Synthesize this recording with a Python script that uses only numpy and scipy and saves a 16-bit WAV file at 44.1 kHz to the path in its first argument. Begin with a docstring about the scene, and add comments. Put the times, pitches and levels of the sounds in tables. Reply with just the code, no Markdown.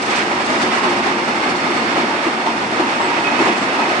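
"""A steady roar and a deep rumble: a freight train rolls over a concrete road bridge, some way off.
Rough wheels make the rails roar and the deck rumble. Wheels ring faintly and squeak, slipping steel
hisses, loose fittings rattle, and now and then a wheel thuds or pings or the running gear clanks.
Two microphones at the roadside pick it up; their signals are most alike in the bass."""
import sys
import numpy as np
from scipy import signal
from scipy.fft import rfft, irfft
from scipy.io import wavfile

SR = 44100
rng = np.random.default_rng(int(sys.argv[2]) if len(sys.argv) > 2 else 0)


def unload_wav(signal):
    """Save mono or channel-first audio to the path in sys.argv[1] as 16-bit WAV at rate SR, clipped to [-1, 1]."""
    wavfile.write(
        sys.argv[1],
        SR,
        np.round(np.clip(np.atleast_2d(signal).T, -1, 1) * 32767).astype(np.int16),
    )


N = 176400  # 4 seconds

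# Levels and gains in the tables are relative: the functions scale them further.
# tone of the wheels' roar on the rails: pitch_hz, left_gain_db, right_gain_db
ROAR_TONE = [(99, -30, -45.5), (232, -2.5, -4), (443, -4, -4.5), (680, -2, -2.5), (720, -0.5, -0.5),
             (1100, -3, -2.5), (1255, 1.5, 0.5), (1400, -5.5, -2), (2180, -6.5, -2.5), (2200, -13.5, -2.5),
             (2750, -12.5, -6.5), (3080, -18, -10), (3620, -15, -11), (3990, -19, -18.5),
             (4400, -20.5, -11), (4760, -20.5, -19), (5280, -20.5, -15.5), (5960, -23.5, -24),
             (7300, -25.5, -31), (9000, -29, -32.5)]
# loudness of the roar as the wheels pass: time_s, level_db
ROAR_LEVEL = [(0, -20), (.16, -18), (.25, -19), (.43, -18.5), (.6, -16.5), (.88, -16.5), (1.1, -18),
              (1.2, -19), (1.55, -18), (1.99, -17.5), (2.69, -20.5), (2.8, -18), (3.47, -17), (3.6, -18),
              (3.83, -17), (4, -17)]
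# loudness of the rail's singing note: time_s, level_db
RAIL_NOTE_LEVEL = [(0, -39), (.9, -32.5), (1.6, -36), (2, -33), (2.6, -34.5), (3.45, -28), (3.62, -44),
                   (3.8, -27), (4, -36)]
# tone of the rumbling bridge deck and wagons: pitch_hz, gain_db
RUMBLE_TONE = [(20, -59.5), (38, -52), (58, -38), (76, -19), (98, -19.5), (118, -13), (150, -11), (195, -7),
               (230, 0), (300, -3.5), (355, -3), (420, -9), (600, -22), (1500, -63)]
# loudness of the rumble: time_s, level_db
RUMBLE_LEVEL = [(0, -24.5), (.42, -24.5), (.67, -20), (.73, -29), (.85, -21), (1.2, -25.5), (2, -22),
                (2.2, -27.5), (2.65, -25), (3.35, -23), (4, -24)]
# loudness of the deck's hum: time_s, level_db
DECK_HUM_LEVEL = [(0, -30.5), (1.7, -29), (2.1, -33.5), (3.35, -33.5), (3.42, -22), (3.55, -30)]
# knocks of wheels and running gear: hit_s, hold_s, thud_db, clank_db
KNOCK_HITS = [(0.108, 0.018, -28, -24), (0.31, 0.014, -30, -25), (0.499, .005, -25, -20.5),
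              (0.658, 0.014, -26, -38), (0.835, 0.028, -26, -23), (1.061, 0.011, -21, -17.5),
              (1.277, 0.0064, -21, -19), (1.485, 0.0052, -19, -23), (1.707, 0.015, -22, -27),
              (1.82, .004, -33, -29), (1.959, 0.024, -19, -19), (2.266, 0.012, -19, -23),
              (2.462, .008, -40, -15), (2.797, 0.0066, -17, -15.5), (3.003, .005, -27, -17.5),
              (3.391, 0.026, -18.5, -19.5), (3.456, 0.033, -21.5, -19.5), (3.793, 0.0052, -28, -18.5)]
# tone of a thud in the deck: pitch_hz, gain_db
THUD_TONE = [(50, -50), (150, -28), (240, 0.5), (290, -3), (355, 4), (430, -7.5), (1200, -38.5)]
# tone of clanking steel: pitch_hz, gain_db
CLANK_TONE = [(100, -41), (250, -13), (500, -6.5), (850, 4.5), (1500, -8), (2500, -13.5), (4000, -19.5),
              (9000, -35)]
# jolts of a bogie, the wheeled frame under a wagon: hit_s, hold_s, level_db
CLATTER_BURSTS = [(0.104, 0.12, -23.5), (1.03, 0.065, -26.5), (1.953, 0.066, -27), (3.39, 0.13, -27)]
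# tone of the bogie's bright clatter: pitch_hz, gain_db
CLATTER_TONE = [(800, -33), (1600, 3), (2200, 3.5), (2800, -7.5), (3400, -7), (5200, -13.5), (9000, -29.5)]
# ringing wheels and rails: peak_s, spread_s, pitch_hz, width_hz, level_db, left_minus_right_db
WHEEL_NOTES = [(.52, 0.31, 1970, 18, -36.5, 1), (0.805, 0.11, 1064, 31, -28, -8),
               (1.5, 0.35, 2136, 23, -35, -3), (1.72, 0.28, 4390, 110, -40, -9),
               (1.303, 0.79, 5280, 160, -46, -6), (3.363, .25, 1930, 25, -36.5, -12),
               (3.45, 0.4, 2565, 18, -36, -12), (3.792, 0.021, 1264, 12, -25, 7)]
# pings of a struck wheel: hit_s, level_db
PING_HITS = [(.105, -33), (0.153, -29.5), (3.245, -24.5), (3.61, -32.5), (3.82, -29.5)]
# tone of slipping steel: pitch_hz, gain_db
SLIP_TONE = [(2000, -9.5), (4500, 5), (6500, -1), (9000, -5.5)]
# loudness of slipping steel: time_s, level_db
SLIP_LEVEL = [(0, -28.5), (.16, -33), (.42, -34.5), (.5, -32), (.72, -33), (1.2, -38), (1.8, -36),
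              (2.15, -44), (2.27, -37), (2.4, -41), (2.75, -36), (3.35, -47), (3.46, -38), (4, -43.5)]
# squeaks of wheel rims: peak_s, spread_s, pitch_hz, level_db, left_minus_right_db
RIM_SQUEAKS = [(.52, .035, 6600, -48, 8), (1.78, .022, 7900, -45, 0), (3.043, 0.021, 7930, -40, 4),
               (3.23, .025, 8100, -46, 1), (3.457, .025, 7200, -41, 6), (3.607, .028, 7650, -42, 5)]
# how alike the two microphones are: pitch_hz, likeness_0_to_1
MIC_LIKENESS = [(25, 0.2), (80, 0.95), (330, 0.98), (480, 0.64), (780, 0.82), (1100, 0.23), (1600, 0.32),
                (2000, 0.27), (2800, 0.44), (4500, 0.03), (9000, 0)]
# how far the right microphone's wave is ahead of the left's: pitch_hz, phase_radians
RIGHT_MIC_LEAD = [(100, -.1), (600, 0), (1050, .6), (1400, 3.2), (2050, 3.6), (2300, 6.2), (3000, 6.5),
                  (3300, 8.4), (3900, 6.2)]


def rolling_roar():
    """Rough wheels shake the rails into a fluttering roar, and one rail note sings out."""
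    tone = undb([over_pitch(ROAR_TONE, column=1), over_pitch(ROAR_TONE, column=2)])
    roar_db = over_time(ROAR_LEVEL) - 0.31 + 0.82 * wander(rate_hz=20)
    note = vibration(resonance(pitch_hz=930, width_hz=54)) * undb(over_time(RAIL_NOTE_LEVEL) + 3)
    return vibration(tone) * undb(roar_db) + note


def bridge_rumble():
    """The bridge deck and the wagons rumble as the axles roll, and one low note hums and throbs."""
    rumble = vibration(undb(over_pitch(RUMBLE_TONE)))
    rumble_db = over_time(RUMBLE_LEVEL) - 3.1 - 0.25 * wander(rate_hz=3.6)
    hum = vibration(resonance(pitch_hz=355, width_hz=25))
    hum_db = over_time(DECK_HUM_LEVEL) - 1 + wander(rate_hz=18)
    return (rumble * undb(rumble_db) + hum * undb(hum_db)) * pan(0.9)


def knocks():
    """Each blow thuds in the deck and clanks in the bogie; some judder on for a moment."""
    thuds, clanks = 0, 0
    for hit_s, hold_s, thud_db, clank_db in KNOCK_HITS:
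        thuds += undb(thud_db) * blow(hit_s, hold_s, fade_s=0.022)
        clanks += undb(clank_db) * blow(hit_s, hold_s, fade_s=0.026)
    deck = vibration(undb(over_pitch(THUD_TONE)))
    steel = vibration(undb(over_pitch(CLANK_TONE)))
    return thuds * deck + clanks * steel


def bogie_clatter():
    """A jolted bogie shakes its steel parts in short, bright bursts."""
    bursts = sum(undb(level_db) * blow(hit_s, hold_s, fade_s=0.01, rise_s=0.01)
                 for hit_s, hold_s, level_db in CLATTER_BURSTS)
    return vibration(undb(over_pitch(CLATTER_TONE))) * bursts * pan(-5)


def ringing_wheels():
    """Single wheels and rails ring up and fade away as the wagons pass."""
    sound = 0
    for peak_s, spread_s, pitch_hz, width_hz, level_db, pan_db in WHEEL_NOTES:
        note = vibration(resonance(pitch_hz, width_hz))
        sound += note * swell(peak_s, spread_s) * undb(level_db) * pan(pan_db)
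    return sound


def wheel_pings():
    """A struck wheel rings with one rough, slightly wavering note."""
    pitch_hz = 2530 + 6 * wander(rate_hz=30)
    phase = 2 * np.pi * np.cumsum(pitch_hz) / SR
    roughness = undb(3.5 * wander(rate_hz=120))
    strikes = sum(undb(level_db) * blow(hit_s, hold_s=0, fade_s=0.055) for hit_s, level_db in PING_HITS)
    return unit(np.sin(phase) * roughness) * strikes * pan(-8)


def steel_hiss():
    """Steel slips on steel with a flickering hiss."""
    level_db = over_time(SLIP_LEVEL) - 2 + 3.5 * wander(rate_hz=25)
    return vibration(undb(over_pitch(SLIP_TONE))) * undb(level_db) * pan(4.5)


def loose_fittings():
    """Loose fittings rattle in quick taps of random timing and strength."""
    taps_per_s, fade_s = 49, 0.0035
    taps = rng.random(N) < taps_per_s / SR
    strength_db = 3 * np.clip(rng.standard_normal(N), -2, 2)
    # give each tap a short, fading tail
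    force = signal.lfilter([1], [1, -np.exp(-1 / (fade_s * SR))], taps * undb(strength_db))
    return vibration(undb(over_pitch(CLANK_TONE)), force) * undb(-37.5)


def rim_squeaks():
    """The lip on a wheel's rim grazes the rail with a faint, high squeak."""
    sound = 0
    for peak_s, spread_s, pitch_hz, level_db, pan_db in RIM_SQUEAKS:
        note = vibration(resonance(pitch_hz, width_hz=80))
        sound += note * swell(peak_s, spread_s) * undb(level_db) * pan(pan_db)
    return sound


def vibration(tone, force=1):
    """A random force shakes a body with this tone; gives what the left and right microphones hear."""
    left, unrelated = rfft(rng.standard_normal((2, N)) * force)
    likeness = over_pitch(MIC_LIKENESS)
    right = likeness * left + np.sqrt(1 - likeness ** 2) * unrelated
    right *= np.exp(1j * over_pitch(RIGHT_MIC_LEAD))
    return unit(irfft(np.array([left, right]) * tone, N))


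def resonance(pitch_hz, width_hz):
    """The tone of a body that rings at one pitch; the gain halves width_hz to either side."""
    return 1 / (1 + ((frequencies() - pitch_hz) / width_hz) ** 2)


def blow(hit_s, hold_s, fade_s, rise_s=0.003):
    """Rise to full strength at hit_s, hold, then die away."""
    age_s = np.arange(N) / SR - hit_s
    return np.clip(1 + age_s / rise_s, 0, 1) * np.exp(-np.maximum(age_s - hold_s, 0) / fade_s)


def swell(peak_s, spread_s):
    """A bell-shaped rise and fall around peak_s."""
    return np.exp(-0.5 * ((np.arange(N) / SR - peak_s) / spread_s) ** 2)


def wander(rate_hz):
    """A smooth random wobble of typical size 1; a higher rate wobbles faster."""
    smoothing = np.exp(-(frequencies() / rate_hz) ** 2)
    return unit(irfft(rfft(rng.standard_normal(N)) * smoothing, N))


def over_time(rows):
    """Join (time_s, value) rows with straight lines."""
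    return np.interp(np.arange(N) / SR, *np.array(rows).T)


def over_pitch(rows, column=1):
    """Join one column's values across pitch, giving every octave equal room."""
    rows = np.array(rows, float)
    return np.interp(np.log(frequencies()), np.log(rows[:, 0]), rows[:, column])


def frequencies():
    """The frequency in Hz of each point in a spectrum, never below 1."""
    return np.maximum(np.arange(N // 2 + 1) * SR / N, 1)


def pan(left_minus_right_db):
    """Left and right gains; a positive value moves the sound left."""
    return undb(np.array([[left_minus_right_db], [-left_minus_right_db]]) / 2)


def undb(db):
    """Turn decibels into a plain multiplier."""
    return 10 ** (np.asarray(db) / 20)


def unit(x):
    """Scale a signal to an average strength (rms) of 1."""
    return x / np.sqrt(np.mean(x ** 2))


def scene():
    """Add up all the sounds of the passing train."""
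    main = rolling_roar() + bridge_rumble() + knocks() + bogie_clatter()
    return main + ringing_wheels() + wheel_pings() + steel_hiss() + loose_fittings() + rim_squeaks()


def record(dry):
    """The recorder steeply cuts the highest treble."""
    cutoff_hz = 9450
    return signal.sosfilt(signal.ellip(10, 0.2, 80, cutoff_hz, fs=SR, output="sos"), dry)


dry = scene()
out = record(dry)
unload_wav(out)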